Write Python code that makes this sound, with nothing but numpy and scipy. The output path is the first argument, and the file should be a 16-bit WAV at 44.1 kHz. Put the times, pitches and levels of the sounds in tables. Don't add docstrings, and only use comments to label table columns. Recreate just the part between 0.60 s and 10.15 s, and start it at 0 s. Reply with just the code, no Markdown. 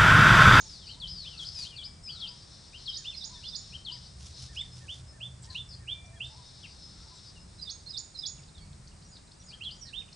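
import sys
import numpy as np
from scipy import signal
from scipy.fft import rfft, irfft
from scipy.io import wavfile
from scipy.ndimage import uniform_filter1d, map_coordinates

SR = 44100
rng = np.random.default_rng(int(sys.argv[2]) if len(sys.argv) > 2 else 0)


def to_wav(s):
    ch = np.atleast_2d(s).T
    pcm = np.round(np.clip(ch, -1, 1) * 32767)
    wavfile.write(sys.argv[1], SR, pcm.astype(np.int16))


N = 421155

# fraction of the note's length, pitch ratio, level in dB.
CHIRP_SHAPE = [(0, .6, -30), (.08, .7, -14), (.16, .77, -1), (.3, .85, .5), (.46, .94, -1), (.6, .99, 0),
               (.82, 1, 0), (.93, .99, -4), (1, .97, -15)]
SAG_SHAPE = [(0, .95, -17), (.15, 1, 3.5), (.45, 1.01, 3), (.7, .96, 3.5), (1, 0.81, -3)]
DIP_SHAPE = [(0, 1.46, -14), (.04, 1.4, -4), (.15, 1.22, -6), (.25, 1.04, 1), (.45, .99, -.5),
             (.6, .92, -7), (.68, 1.2, -7), (.74, 1.43, -5), (.86, 1.54, -4), (.96, 1.59, -6),
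             (1, 1.6, -16)]
DIP_LEAD_SHAPE = [(0, .71, -17), (.2, .78, -12), (.4, .89, -6), (.62, .995, 0), (.8, 1, -4), (1, .96, -17)]
SLIDE_SHAPE = [(0, 1.09, -13), (.12, 1.01, -3), (.28, .95, -2), (.45, .84, -4), (.62, .69, -9),
               (.82, .57, -11), (1, .49, -20)]
WHIP_SHAPE = [(0, .57, -24), (.2, .55, -6), (.42, .525, -2), (.48, .51, -9), (.56, .61, -2),
              (.65, .71, 4.5), (.7, .82, -4), (.75, .95, -7), (.84, 1, -4), (.94, .995, -6), (1, .98, -19)]
PIP_SHAPE = [(0, .99, -18), (.25, 1.015, -7), (.55, 1.02, -3), (.72, 1, 2.5), (.85, .98, -1), (1, .94, -18)]
HOOT_SHAPE = [(0, 0.88, 0), (.3, 1, 3), (.6, 0.98, 5.5), (1, .94, -3.5)]
# start and length in seconds, pitch in Hz, level, pan and swell in dB.
CHIRPS = [(2.439, 0.069, 3576, -37, -1, 13), (2.823, 0.072, 3540, -38, -1.5, 3),
          (3.957, 0.069, 3557, -34, -3, 5), (4.277, 0.071, 3560, -34, -2.5, -1.5),
          (4.599, 0.075, 3560, -35.5, -2.5, -5), (4.943, 0.082, 3590, -32.5, -3, -7.5),
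          (5.267, .084, 3580, -34, -3.5, -3), (5.597, 0.079, 3573, -34, -3.5, -10),
          (8.997, 0.088, 3410, -39, -6, 4), (9.324, .075, 3644, -32, -8.5, 15)]
# start and length in seconds, pitch in Hz, level and pan in dB.
DIPS = [(.398, 0.11, 3205, -39, 4.5), (.772, .11, 3243, -39, 5), (1.161, 0.11, 3240, -38.5, 5),
        (1.598, 0.11, 3216, -38, 5), (2.256, .107, 3197, -39.5, 5.5), (3.247, 0.1, 3206, -37, 5),
        (9.034, .107, 3163, -42, 4)]
SLIDES = [(.04, 0.25, 5370, -48, 5.5), (.472, 0.31, 5090, -40.5, 4.5), (.922, .25, 5136, -41, 5.5),
          (1.428, 0.27, 5060, -42, 4.5)]
WHIPS = [(-.068, 0.1, 6800, -38, -11), (2.322, .075, 7010, -36, -8), (2.6, 0.067, 6820, -35, -9),
         (2.909, 0.075, 6790, -34, -8), (7.05, 0.08, 6700, -33.5, -7), (7.327, 0.078, 6870, -32, -7.5),
         (7.613, 0.078, 6796, -31, -7)]
# lead time and length in seconds, pitch ratio, level offset in dB.
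CHIRP_LEAD = [(0.075, 0.07, .51, -34)]
DIP_LEAD = [(0.126, .05, 1.0, -3.5)]
WHIP_LEAD = [(0.068, 0.0258, .615, -7), (.04, 0.0293, .728, -2)]
HOOT_LEAD = [(0.056, 0.062, .885, -7.5)]

# start and length in seconds, start and end pitch in Hz, level and pan in dB.
RASPS = [(.25, 0.11, 5090, 3690, -44.5, 4.5), (.85, 0.061, 4600, 5000, -38.5, 5),
         (2.335, .035, 5060, 4920, -41, -1), (4.885, 0.12, 4560, 3560, -47, 6),
         (5.08, 0.077, 5420, 4370, -46.5, 3.5), (8.255, 0.039, 5000, 4100, -59.5, -4),
         (8.548, 0.0264, 5370, 3765, -49, 0), (8.88, 0.048, 5200, 3800, -49.5, -1),
         (9.235, .068, 5570, 3830, -45.5, -3)]
FAINT_WHISTLES = [(0.934, 0.26, 2520, 2420, -63, 7), (1.094, 0.3, 2410, 2280, -64.5, 8),
                  (2.734, 0.049, 3790, 3430, -50, 5), (5.24, .35, 2368, 2372, -59.5, 8.5),
                  (5.555, .03, 3370, 3250, -59, 5), (6.75, 0.038, 3010, 2700, -57, 4),
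                  (7.944, 0.065, 3850, 3160, -56, -7), (7.997, 0.054, 4570, 4360, -58, -7),
                  (7.998, 0.058, 2350, 2194, -67, -8)]
# start and length in seconds, start pitch in Hz, level and pan in dB.
FALLS = [(2.483, 0.084, 3730, -55.5, 6), (3.32, 0.063, 3280, -68, 3), (3.992, 0.038, 3520, -57, 7),
         (5.644, .028, 5660, -52.5, 2), (6.024, 0.047, 3940, -48.5, 5), (7.768, 0.04, 3670, -61.5, 0),
         (9.402, 0.028, 3950, -53.5, -3)]
FALL_RATIO = .52
# start in seconds, level in dB.
PEEPS = [(3.945, -57), (4.105, -58), (4.465, -60), (6.215, -52), (6.64, -63), (6.78, -62), (6.95, -64)]
TICKS = [(.28, -54), (1.206, -58), (1.435, -58), (4.008, -52), (4.823, -48), (5.669, -52), (6.55, -54),
         (7.337, -57)]
PEEP_S, PEEP_FROM_HZ, PEEP_TO_HZ = .06, 5140, 5160
TICK_S, TICK_FROM_HZ, TICK_TO_HZ = .014, 8200, 7500
# start in seconds, start pitch in Hz, level and pan in dB.
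TINKLES = [(8.515, 5070, -54, -1), (8.863, 5120, -57, -1), (9.207, 5940, -44.5, -10)]
TINKLE_S, TINKLE_RATIO = .041, .91
# lead time and length in seconds, start and end pitch in Hz, level in dB.
TINKLE_LEAD = [(.07, 0.037, 5820, 5670, -59), (.036, 0.059, 7150, 6480, -61.5)]
# start in seconds, count.
FLICK_RUNS = [(7.831, 7), (9.522, 1)]
FLICK_S, FLICK_FROM_HZ, FLICK_TO_HZ, FLICK_EVERY_S, FLICK_DB = .012, 2900, 6000, .147, -53
# start and length in seconds, note count.
TWITTERS = [(4.8, .9, 10), (7.8, 1.7, 22)]
TWITTER_HZ, TWITTER_S, TWITTER_DB = 4380, .0213, -60.5
# start in seconds, pitch in Hz, level in dB.
HOOTS = [(.01, 892, -72), (.36, 1007, -69), (.97, 961, -73), (1.68, 996, -70), (2.691, 1014, -66),
         (3.3, 1006, -66.5), (4.879, 1050, -65.5), (5.75, 1014, -64), (6.49, 1016, -68)]
HOOT_S, HOOT_PAN_DB = .079, 4
# start and length in seconds, pitch in Hz, level in dB.
FAR_CALLS = [(0.698, 0.18, 1390, -73), (1.478, 0.18, 1370, -72.5), (4.204, 0.69, 637, -76),
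             (5.225, 0.61, 658, -72.5), (6.25, 0.275, 1330, -78), (8.848, 0.23, 1336, -80)]

# start and length in seconds, level in dB.
RUSTLES = [(0, 0.22, -55.5), (0.75, 0.17, -51), (0.89, 0.25, -46), (3.536, .24, -50.5), (3.73, 0.2, -50),
           (3.913, 0.084, -49), (3.97, 0.57, -60.5), (4.145, 0.077, -57), (4.275, 0.16, -57.5),
           (4.812, 0.083, -54), (4.873, 0.15, -56)]
BUZZES = [(-.05, 0.48, -52.5), (0.422, 0.75, -53), (1.437, 0.78, -56.5), (2.101, 1.18, -52.5),
          (3.256, 0.35, -54), (3.679, 0.27, -49.5), (3.894, .3, -59), (5.642, 1.195, -55),
          (6.842, 1.08, -65.5)]
ENGINE_RUNS = [(-.6, 4.2, -59.5), (2.98, 3.4, -49.5)]
TRAFFIC_SWELLS = [(-.2, 1.3, -68), (6.7, 0.51, -57), (7.8, 0.65, -63.5)]
# centre and width in Hz, level in dB.
INSECT_MODES = [(3545, 30, -8), (3775, 22, -2.5), (4000, 28, -9), (4245, 90, -6), (4730, 28, 3),
                (5085, 36, -1.5), (5310, 44, 2), (5480, 140, -4.5)]
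ENGINE_MODES = [(68.4, 14, -1), (92.6, 20, -6.5), (124.4, 9.1, 1.5), (178, 3.8, -8)]
# frequency in Hz, relative density in dB.
LEAF_SPECTRUM = [(2000, -18), (3500, -4.5), (5500, 0.5), (8000, -10.5), (11000, -16.5)]
INSECT_SPECTRUM = [(2500, -19), (3200, -9), (3750, 1.5), (4700, 0), (5400, -5), (6000, 1), (7000, -27.5)]
TRAFFIC_SPECTRUM = [(20, -23), (35, -2.5), (55, -3), (75, -0.5), (110, -6), (160, -5.5), (210, -13),
                    (300, -33), (500, -49)]
AIR_SPECTRUM = [(200, 2), (300, 4), (500, 0), (1000, -2), (1500, -4.5), (2200, -6.5), (3200, -11),
                (5000, -2.5), (6500, -6.5), (8000, -3), (9200, -5), (10000, -20), (11000, -28.5)]
AIR_SIDE_SPECTRUM = [(100, 4.5), (280, 7), (600, 5), (1200, 1), (2500, -9), (5000, -3),
                     (9000, -30), (11000, -110)]


def chirping_bird():
    chirps = sing(CHIRPS, CHIRP_SHAPE, waver=.009, flutter_db=2.4)
    leads = sing(lead_in(CHIRPS, CHIRP_LEAD), SAG_SHAPE, waver=.011, flutter_db=.5)
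    return (undb(-5.5) * foliage(chirps, near_db=-6.5, near_t60_s=.19, far_db=-21, far_t60_s=.38)
            + linger(chirps, hz=3540, width_hz=350, db=-18.5, t60_s=.4)
            + foliage(leads, near_db=-12.5, near_t60_s=.2, far_db=-13, far_t60_s=.5))


def whistling_birds():
    dips = sing(DIPS, DIP_SHAPE, waver=.012, flutter_db=1.8, rasp=.008, climb_rasp=.04)
    slides = sing(SLIDES, SLIDE_SHAPE, waver=.008, flutter_db=1.8, rasp=.012)
    leads = sing(lead_in(DIPS, DIP_LEAD), DIP_LEAD_SHAPE, waver=.016, flutter_db=1.5)
    scattered = foliage(dips + slides + leads, near_db=-4, near_t60_s=.15, far_db=-12, far_t60_s=.5)
    return undb(-1.14) * scattered + linger(dips + slides, hz=5000, width_hz=300, db=-8, t60_s=.6)


def whipping_bird():
    whips = sing(WHIPS, WHIP_SHAPE, waver=.009, flutter_db=1.6, rasp=.008, climb_rasp=.025)
    pips = sing(lead_in(WHIPS, WHIP_LEAD), PIP_SHAPE, waver=.012, flutter_db=1.5, rasp=.014)
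    song = echo(whips + pips, lag_s=.029, db=-14)
    return (undb(-4.5) * foliage(song, near_db=-3.5, near_t60_s=.16, far_db=-13.5, far_t60_s=.55)
            + linger(song, hz=6700, width_hz=500, db=-10, t60_s=.47))


def lead_in(notes, leads):
    return [(start - ahead_s, length_s, hz * ratio, db + offset_db, pan_db)
            for start, _, hz, db, pan_db, *_ in notes for ahead_s, length_s, ratio, offset_db in leads]


def sing(notes, shape, waver, flutter_db, rasp=0, climb_rasp=0):
    out = np.zeros((2, N))
    for start, *row in notes:
        add(out, start, note(shape, waver, flutter_db, rasp, climb_rasp, *row))
    return out


def note(shape, waver, flutter_db, rasp, climb_rasp, length_s, hz, db, pan_db, swell_db=0):
    fraction, ratio, shape_db = np.transpose(shape)
    along = np.linspace(0, 1, int(length_s * SR))
    pitch_hz = hz * np.interp(along, fraction, ratio)
    climb_per_s = np.gradient(np.log(pitch_hz)) * SR
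    hoarseness = rasp + climb_rasp * np.clip(climb_per_s / 20, 0, 1)
    pitch_hz *= 1 + hoarseness * walk(1400, len(along))
    level_db = db + np.interp(along, fraction, shape_db) + swell_db * (along - .5)
    return pan(pan_db) * syrinx(pitch_hz, level_db, waver, flutter_db)


def syrinx(hz, db, waver, flutter_db):
    size = len(hz)
    tremble = waver * (walk(350, size) + walk(50, size))
    level_db = db + flutter_db * (walk(133.6, size) + walk(43.5, size) / 2)
    phase = 2 * np.pi * np.cumsum(hz * (1 + tremble)) / SR
    return np.sqrt(2) * np.sin(phase) * undb(level_db) * signal.windows.tukey(size, .08)


def foliage(x, near_db, near_t60_s, far_db, far_t60_s, width=.24):
    t = np.arange(SR) / SR
    near = rng.standard_normal((2, SR)) * undb(-60 * t / near_t60_s) * (t > .002)
    far = rng.standard_normal((2, SR)) * undb(-60 * t / far_t60_s) * np.minimum(t / .04, 1)
    mid, side = (undb(near_db) * unit(near) + undb(far_db) * unit(far)) / np.sqrt(SR)
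    echoes = np.array([mid + width * side, mid - width * side])
    return x + signal.fftconvolve(x, echoes, axes=1)[:, :N]


def linger(x, hz, width_hz, db, t60_s):
    t = np.arange(SR) / SR
    envelope = undb(-60 * t / t60_s) * np.minimum(t / .02, 1)
    tail = unit(rng.standard_normal(SR) * envelope) / np.sqrt(SR)
    tail = signal.lfilter(*signal.iirpeak(hz, hz / width_hz, fs=SR), tail)
    return undb(db) * signal.fftconvolve(x, tail[None], axes=1)[:, :N]


def echo(x, lag_s, db):
    out = x.copy()
    add(out, lag_s, undb(db) * x)
    return out


def faint_birds():
    clear = glides(small_calls() + FAINT_WHISTLES, waver=.04, flutter_db=2.3)
    hoarse = glides(RASPS + twitter(), waver=.08, flutter_db=2) * walk(800)
    calls = clear + undb(-2) * (hoarse + scratches())
    return undb(-1.45) * foliage(calls, near_db=-4, near_t60_s=.15, far_db=-11, far_t60_s=.3)


def glides(notes, waver, flutter_db):
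    out = np.zeros((2, N))
    for start, length_s, from_hz, to_hz, db, pan_db in notes:
        size = int(length_s * SR)
        span = abs(np.log(to_hz / from_hz))
        tone = syrinx(np.geomspace(from_hz, to_hz, size), db, waver * span, flutter_db)
        add(out, start, pan(pan_db) * tone * signal.windows.hann(size) ** (1 / 3))
    return out


def small_calls():
    peeps = [(start, PEEP_S, PEEP_FROM_HZ, PEEP_TO_HZ, db, 2) for start, db in PEEPS]
    falls = [(start, length_s, hz, hz * FALL_RATIO, db, pan_db)
             for start, length_s, hz, db, pan_db in FALLS]
    tinkles = [(start, TINKLE_S, hz, hz * TINKLE_RATIO, db, pan_db) for start, hz, db, pan_db in TINKLES]
    openings = [(start - ahead_s, *row, 0) for start, *_ in TINKLES for ahead_s, *row in TINKLE_LEAD]
    return peeps + falls + tinkles + openings


def twitter():
    notes = []
    for start, length_s, count in TWITTERS:
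        onsets = start + length_s * rng.random(count)
        for onset, (pitch, slope, strength, place) in zip(onsets, rng.uniform(-1.3, 1, (count, 4))):
            from_hz = TWITTER_HZ * 2 ** (.4 * pitch)
            to_hz = from_hz * 2 ** (.286 * slope - .15)
            notes.append((onset, TWITTER_S, from_hz, to_hz, TWITTER_DB + 4 * strength, 5 * place))
    return notes


def scratches():
    ticks = [(start, TICK_S, TICK_FROM_HZ, TICK_TO_HZ, db, 0) for start, db in TICKS]
    flicks = [(start + k * FLICK_EVERY_S, FLICK_S, FLICK_FROM_HZ, FLICK_TO_HZ, FLICK_DB, 0)
              for start, count in FLICK_RUNS for k in range(count)]
    return glides(ticks + flicks, waver=.1, flutter_db=2) * walk(1300)


def hooting_bird():
    hoots = [(start, HOOT_S, hz, db, HOOT_PAN_DB) for start, hz, db in HOOTS]
    voice = sing(hoots + lead_in(hoots, HOOT_LEAD), HOOT_SHAPE, waver=.0026, flutter_db=3)
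    return foliage(voice, near_db=-12.5, near_t60_s=.2, far_db=-13, far_t60_s=.5)


def far_calls():
    voice = sing([(*call, 0) for call in FAR_CALLS], HOOT_SHAPE, waver=.0409, flutter_db=4)
    return undb(-3.5) * foliage(voice, near_db=-5, near_t60_s=.89, far_db=-3.5, far_t60_s=1)


def leaves():
    swell = np.zeros(N)
    for start, length_s, db in RUSTLES:
        add(swell, start, undb(db) * np.hanning(int(length_s * SR)))
    grains = unit(undb(3.4 * walk(1200) + 2 * walk(130)))
    return swell * grains * wide(LEAF_SPECTRUM, side_db=-14)


def insect(flat_fraction=.028, climb_s=.35, ring_db=2.5, flicker_db=.94):
    t = np.arange(N) / SR
    speed = np.ones(N)
    for start, length_s, _ in BUZZES:
        during = (t >= start) & (t < start + length_s)
        speed[during] = 1 - flat_fraction * np.exp((start - t[during]) / climb_s)
    ring = map_coordinates(resonate(INSECT_MODES), [np.cumsum(speed)], mode="mirror")
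    buzz = unit(wide(INSECT_SPECTRUM, side_db=-12) + undb(ring_db) * ring)
    effort = bouts(BUZZES, attack_s=.09, release_s=.15) + undb(-74)
    return effort * undb(flicker_db * walk(25)) * buzz * pan(db=3.5)


def traffic():
    engine = resonate(ENGINE_MODES) * bouts(ENGINE_RUNS, attack_s=.62, release_s=1.2)
    flow = undb(-54.5) + bouts(TRAFFIC_SWELLS, attack_s=.32, release_s=.2)
    rumble = wide(TRAFFIC_SPECTRUM, side_db=-25.5) * flow * undb(1.4 * walk(6.5))
    return engine + rumble


def air():
    mid = noise(AIR_SPECTRUM) * undb(-59.5 + .074 * walk(.52))
    side = noise(AIR_SIDE_SPECTRUM) * undb(-63.5)
    return mid + side * np.array([[1], [-1]])


def bouts(rows, attack_s, release_s):
    t = np.arange(N) / SR
    gain = np.zeros(N)
    for start, length_s, db in rows:
        rise = np.clip((t - start) / attack_s, 0, 1)
        fall = np.clip((start + length_s - t) / release_s, 0, 1)
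        gain += undb(db) * rise * fall
    return gain


def resonate(modes):
    bins_hz = np.arange(N // 2 + 1) * SR / N
    gain = sum(undb(db) / (1 + (2 * (bins_hz - hz) / width_hz) ** 2) for hz, width_hz, db in modes)
    return unit(irfft(rfft(rng.standard_normal(N)) * gain, N))


def noise(spectrum):
    hz, db = np.transpose(spectrum)
    bins_hz = np.maximum(np.arange(N // 2 + 1) * SR / N, 1)
    gain = undb(np.interp(np.log(bins_hz), np.log(hz), db))
    return unit(irfft(rfft(rng.standard_normal(N)) * gain, N))


def wide(spectrum, side_db):
    return noise(spectrum) + undb(side_db) * noise(spectrum) * np.array([[1], [-1]])


def walk(rate_hz, size=N):
    step = max(int(SR / rate_hz), 2)
    held = np.repeat(rng.standard_normal(size // step + 2), step)
    return uniform_filter1d(held, step)[:size] * np.sqrt(3 / 2)


def add(out, start_s, sound):
    first = int(start_s * SR)
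    part = sound[..., max(-first, 0):max(N - first, 0)]
    first = max(first, 0)
    out[..., first:first + part.shape[-1]] += part


def pan(db):
    return unit(undb(np.array([[db], [-db]]) / 2))


def undb(db):
    return 10 ** (np.asarray(db) / 20)


def unit(x):
    return x / np.sqrt(np.mean(x ** 2))


def scene():
    near_birds = chirping_bird() + whistling_birds() + whipping_bird()
    far_birds = faint_birds() + hooting_bird() + far_calls()
    return near_birds + far_birds + leaves() + insect() + traffic() + air()


def record(dry):
    return signal.sosfilt(signal.ellip(12, .2, 80, 11000, fs=SR, output="sos"), dry)


dry = scene()
out = record(dry)
to_wav(out)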